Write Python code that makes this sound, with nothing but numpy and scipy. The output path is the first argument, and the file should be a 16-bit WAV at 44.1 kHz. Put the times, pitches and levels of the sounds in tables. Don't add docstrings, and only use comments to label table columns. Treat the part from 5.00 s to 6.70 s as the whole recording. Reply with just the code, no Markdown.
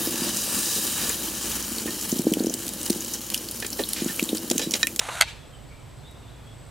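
import sys
import numpy as np
from scipy import signal
from scipy.fft import rfft, irfft, next_fast_len
from scipy.io import wavfile
from scipy.ndimage import map_coordinates

SR = 44100
rng = np.random.default_rng(int(sys.argv[2]) if len(sys.argv) > 2 else 0)


def bounce(signal):
    frames = np.transpose(np.atleast_2d(signal))
    limited = np.clip(frames, -1, 1)
    pcm = np.round(limited * 32767).astype(np.int16)
    wavfile.write(sys.argv[1], SR, pcm)


N = 74970

CONTACT_S = [.2100, .2199, .2257, .2305]


def amp(db):
    return 10 ** (np.asarray(db) / 20)


def unit(x):
    return x / np.sqrt(np.mean(x ** 2) + 1e-20)


def along(points, hz):
    f, v = np.transpose(points)
    return np.interp(np.log(hz + 1), np.log(f + 1), v)


def clock():
    return np.arange(N) / SR


def curve(rows):
    return np.interp(clock(), *np.transpose(rows))


def wobble(knots_per_s):
    return map_coordinates(rng.standard_normal(4096), [clock() * knots_per_s], mode="wrap")


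def fade(t60_s):
    return np.exp(-np.log(1000) * clock() / t60_s)


def filtered(x, response):
    size = next_fast_len(N + SR // 2)
    return irfft(rfft(x, size) * response(np.fft.rfftfreq(size, 1 / SR)), size)[..., :N]


def delayed(x, delay_s):
    return filtered(x, lambda hz: np.exp(-2j * np.pi * hz * delay_s))


def noise(colour):
    return unit(filtered(rng.standard_normal(N), lambda hz: amp(along(colour, hz))))


def diffuse(response):
    # frequency in Hz, left-right correlation.
    correlation = [(40, 0.75), (120, 0.86), (280, 0.12), (700, 0.51), (2000, 0.86), (8000, 0.77)]

    def mid_side_gains(hz):
        angle = np.arccos(np.clip(along(correlation, hz), -1, 1)) / 2
        return response(hz) * np.array([np.cos(angle), np.sin(angle)])

    mid, side = filtered(rng.standard_normal((2, N)), mid_side_gains)
    return unit(np.array([mid + side, mid - side]))


def slips(rate_per_s=9000, spread_db=2):
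    slipping = rng.random(N) < rate_per_s / SR
    return slipping * rng.standard_normal(N) * amp(spread_db * rng.standard_normal(N))


def scrape(rasp_db=1.5, hollow_db=-5.5):
    # time in seconds, friction level in dB.
    stroke = [(0, -42.5), (.03, -41.5), (.075, -40.5), (.11, -41.5), (.125, -38.5), (.17, -38.5),
              (.198, -38), (.204, -47), (.209, -21.5), (.216, -70)]
    # frequency in Hz, gain in dB.
    rasp_colour = [(200, -35), (450, -32), (650, 1), (1100, -2.5), (1700, -1), (2300, -2), (3900, -2),
                   (5000, -13), (6500, -4), (8000, -6), (11000, -9), (12000, -17), (15500, -24)]
    # centre in Hz, width in Hz, gain in dB, peak time in seconds, span in seconds.
    cavity_modes = [(740, 120, 0.5, 0.042, 0.045), (666, 210, -1.5, .15, 0.064), (942, 97, 8.5, 0.1, 0.025),
                    (1414, 230, 5, 0.21, 0.17), (4000, 430, 1.5, 0.13, 0.027)]
    t = clock()
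    rasp = unit(filtered(slips(), lambda hz: amp(along(rasp_colour, hz))))
    hollow = np.zeros(N)
    for centre_hz, width_hz, db, peak_s, span_s in cavity_modes:
        band = filtered(slips(), lambda f: 1j * f * width_hz / (centre_hz**2 - f*f + 1j * f * width_hz))
        hollow += amp(db) * unit(band) * np.exp(-((t - peak_s) / span_s) ** 2)
    friction = amp(curve(stroke)) * (t < stroke[-1][0])
    return friction * (amp(rasp_db) * rasp + amp(hollow_db) * hollow)


def outdoors(air_db=-50, rumble_db=-45, swing_db=0.5, pan_db=1.54):
    # frequency in Hz, gain in dB.
    air_colour = [(110, -36), (180, -5), (372, -5.5), (628, -7), (1990, -17.5), (3490, -19), (6100, -26.5),
                  (7920, -26.5), (9030, -29), (14100, -33.5), (15500, -37)]
    rumble_colour = [(12, -43), (20, -10), (43, -7), (59, 0.5), (87, -6), (124, 0), (150, -4.5),
                     (173, -11.5), (221, -21), (260, -14.5), (340, -26.5), (570, -120)]
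    air = amp(air_db) * diffuse(lambda hz: amp(along(air_colour, hz)))
    rumble_gain = amp(rumble_db - swing_db * wobble(11))
    rumble = rumble_gain * diffuse(lambda hz: amp(along(rumble_colour, hz)))
    return air + rumble * amp([[-pan_db], [pan_db]])


def insects(centre_hz=7910, half_width_hz=290, flutter_db=1.5, gain_db=2.5):
    # time in seconds, level in dB before gain.
    levels = [(0.36, -65.5), (0.448, -68), (0.464, -64.5), (1.39, -67.5), (1.7, -62)]
    band = diffuse(lambda hz: 1 / (1 + ((hz - centre_hz) / half_width_hz) ** 2))
    buzz = unit(band * amp(flutter_db * wobble(170)))
    return amp(gain_db + curve(levels)) * buzz


def bumps(t60_s=0.039):
    # start in seconds, level in dB.
    hits = [(.0155, -32), (.0875, -24), (.0935, -31.5)]
    # frequency in Hz, gain in dB.
    colour = [(60, -57), (300, -27), (550, -4), (900, -4), (1600, -6.5), (2200, -11), (3200, -15),
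              (5000, -37), (8000, -23), (15000, -56)]
    return sum(delayed(amp(db) * noise(colour) * fade(t60_s), start_s) for start_s, db in hits)


def tree_echo(x, envelope):
    # frequency in Hz, gain in dB.
    colour = [(200, -43), (800, 8), (1500, 2.5), (3000, 6), (5000, -1), (8000, -6.5), (15000, -21)]
    tail = diffuse(lambda hz: amp(along(colour, hz))) * envelope
    tail /= np.sqrt(np.sum(tail ** 2) / 2)
    return signal.fftconvolve(x[None], tail, axes=1)[:, :N]


def contact(crack_db=-11, crack_t60_s=.018, hold_s=.0016, attack_s=.00015, max_t60_s=.042):
    # frequency in Hz, level in dB, T60 in seconds, before the cap.
    modes = [(661, -20, 0.039), (816, -26, .06), (936, -28, 0.049), (1317, -16, 0.02), (1482, -17, 0.046),
             (1630, -16.5, 0.031), (2000, -13.5, 0.03), (2175, -11.5, 0.017), (2620, -20.5, 0.062),
             (2763, -26, 0.049), (3120, -20.5, 0.027), (3325, -14.5, 0.023), (3830, -34, 0.0091),
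             (4368, -14.5, 0.029), (4790, -14.5, 0.0153)]
    # frequency in Hz, gain in dB.
    crack_colour = [(200, -51), (500, -19), (1000, -27), (1600, -1.5), (2500, 1.5), (4600, -0.5),
                    (5400, -11), (6600, 0.5), (7200, -3), (8500, 2.5), (9100, -3.5), (11300, -5),
                    (15000, -21.5)]
    t = clock()
    ring = np.zeros(N)
    for k, (hz, db, t60_s) in enumerate(modes):
        ring += (-1) ** k * amp(db) * fade(min(t60_s, max_t60_s)) * np.sin(2 * np.pi * hz * t)
    crack_decay = np.exp(-np.log(1000) * np.maximum(t - hold_s, 0) / crack_t60_s)
    crack = amp(crack_db) * noise(crack_colour) * crack_decay
    return (ring + crack) * (1 - np.exp(-t / attack_s))


def clack(steel_hz=4380, steel_db=-34.5, steel_t60_s=0.23):
    # gain in dB, bass edge in Hz, treble edge in Hz.
    blows = [(3, 700, 26000), (-1.5, 710, 5300), (-3.5, 850, 1800), (-10, 160, 770)]
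    steel = amp(steel_db) * fade(steel_t60_s) * np.sin(2 * np.pi * steel_hz * clock())
    out = delayed(steel, CONTACT_S[0])
    for start_s, (db, low_hz, high_hz) in zip(CONTACT_S, blows):
        blow = filtered(contact(), lambda hz: 1j * hz / (low_hz + 1j * hz) / (1 + 1j * hz / high_hz))
        out += amp(db) * delayed(blow, start_s)
    return out


def spill(gain_db=-5.5, t60_s=0.085):
    # frequency in Hz, gain in dB.
    colour = [(300, -14), (800, -8), (1400, -6.5), (2100, -0.5), (3200, -2), (4400, 1), (5500, -3),
              (8000, -0.5), (15000, -6.5)]
    return delayed(amp(gain_db) * noise(colour) * fade(t60_s), CONTACT_S[0])


def birds(waver=.018, waver_per_s=500, echo_db=-3, echo_t60_s=.55):
    # start in seconds, length in seconds, start pitch in Hz, end pitch in Hz, level in dB.
    notes = [(.37, .06, 3330, 3420, -57), (.522, .035, 3250, 2900, -54), (.675, .025, 4500, 4430, -61),
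             (.70, .035, 2220, 2400, -55), (.75, .07, 2330, 2360, -61), (.98, .035, 4000, 4500, -62),
             (1.015, .085, 3380, 3900, -55), (1.07, .04, 3830, 3790, -56), (1.09, .06, 3520, 3560, -59),
             (1.21, .06, 3800, 3400, -59), (1.27, .05, 3550, 3950, -58), (1.29, .08, 3400, 3480, -61),
             (1.445, .06, 3300, 3390, -55), (1.50, .04, 3550, 3500, -62), (1.58, .025, 4550, 4450, -63)]
    song = np.zeros(N)
    for start_s, length_s, start_hz, end_hz, db in notes:
        progress = np.clip((clock() - start_s) / length_s, 0, 1)
        glide_hz = start_hz + (end_hz - start_hz) * progress
        pitch_hz = glide_hz * (1 + waver * wobble(waver_per_s))
        song += amp(db) * np.sin(np.pi * progress) * np.sin(2 * np.pi * np.cumsum(pitch_hz) / SR)
    return song + amp(echo_db) * tree_echo(song, fade(echo_t60_s))


def tick(start_s=1.111, level_db=-51.5, t60_s=.035):
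    # frequency in Hz, gain in dB.
    colour = [(1000, -16), (5000, -13), (9000, -4), (15000, -12)]
    return delayed(amp(level_db) * noise(colour) * fade(t60_s), start_s)


def scene(pan_db=.2, echo_db=-21.5):
    # delay in seconds, relative level in dB.
    echo_shape = [(0, -8), (.015, 3), (.045, -11), (.07, -2.5), (.085, -4), (.12, -13.5), (.17, -19),
                  (.3, -30), (.5, -77)]
    handling = scrape() + bumps() + tick()
    direct = (handling + clack()) * amp([[-pan_db], [pan_db]])
    echo = amp(echo_db) * tree_echo(handling + spill(), amp(curve(echo_shape)))
    return direct + echo + birds() + insects() + outdoors()


def record(dry, ceiling=.9, cutoff_hz=15400):
    rounded = dry / (1 + np.abs(dry / ceiling) ** 6) ** (1 / 6)
    return filtered(rounded, lambda hz: 1 / (1 + (hz / cutoff_hz) ** 80))


dry = scene()
out = record(dry)
bounce(out)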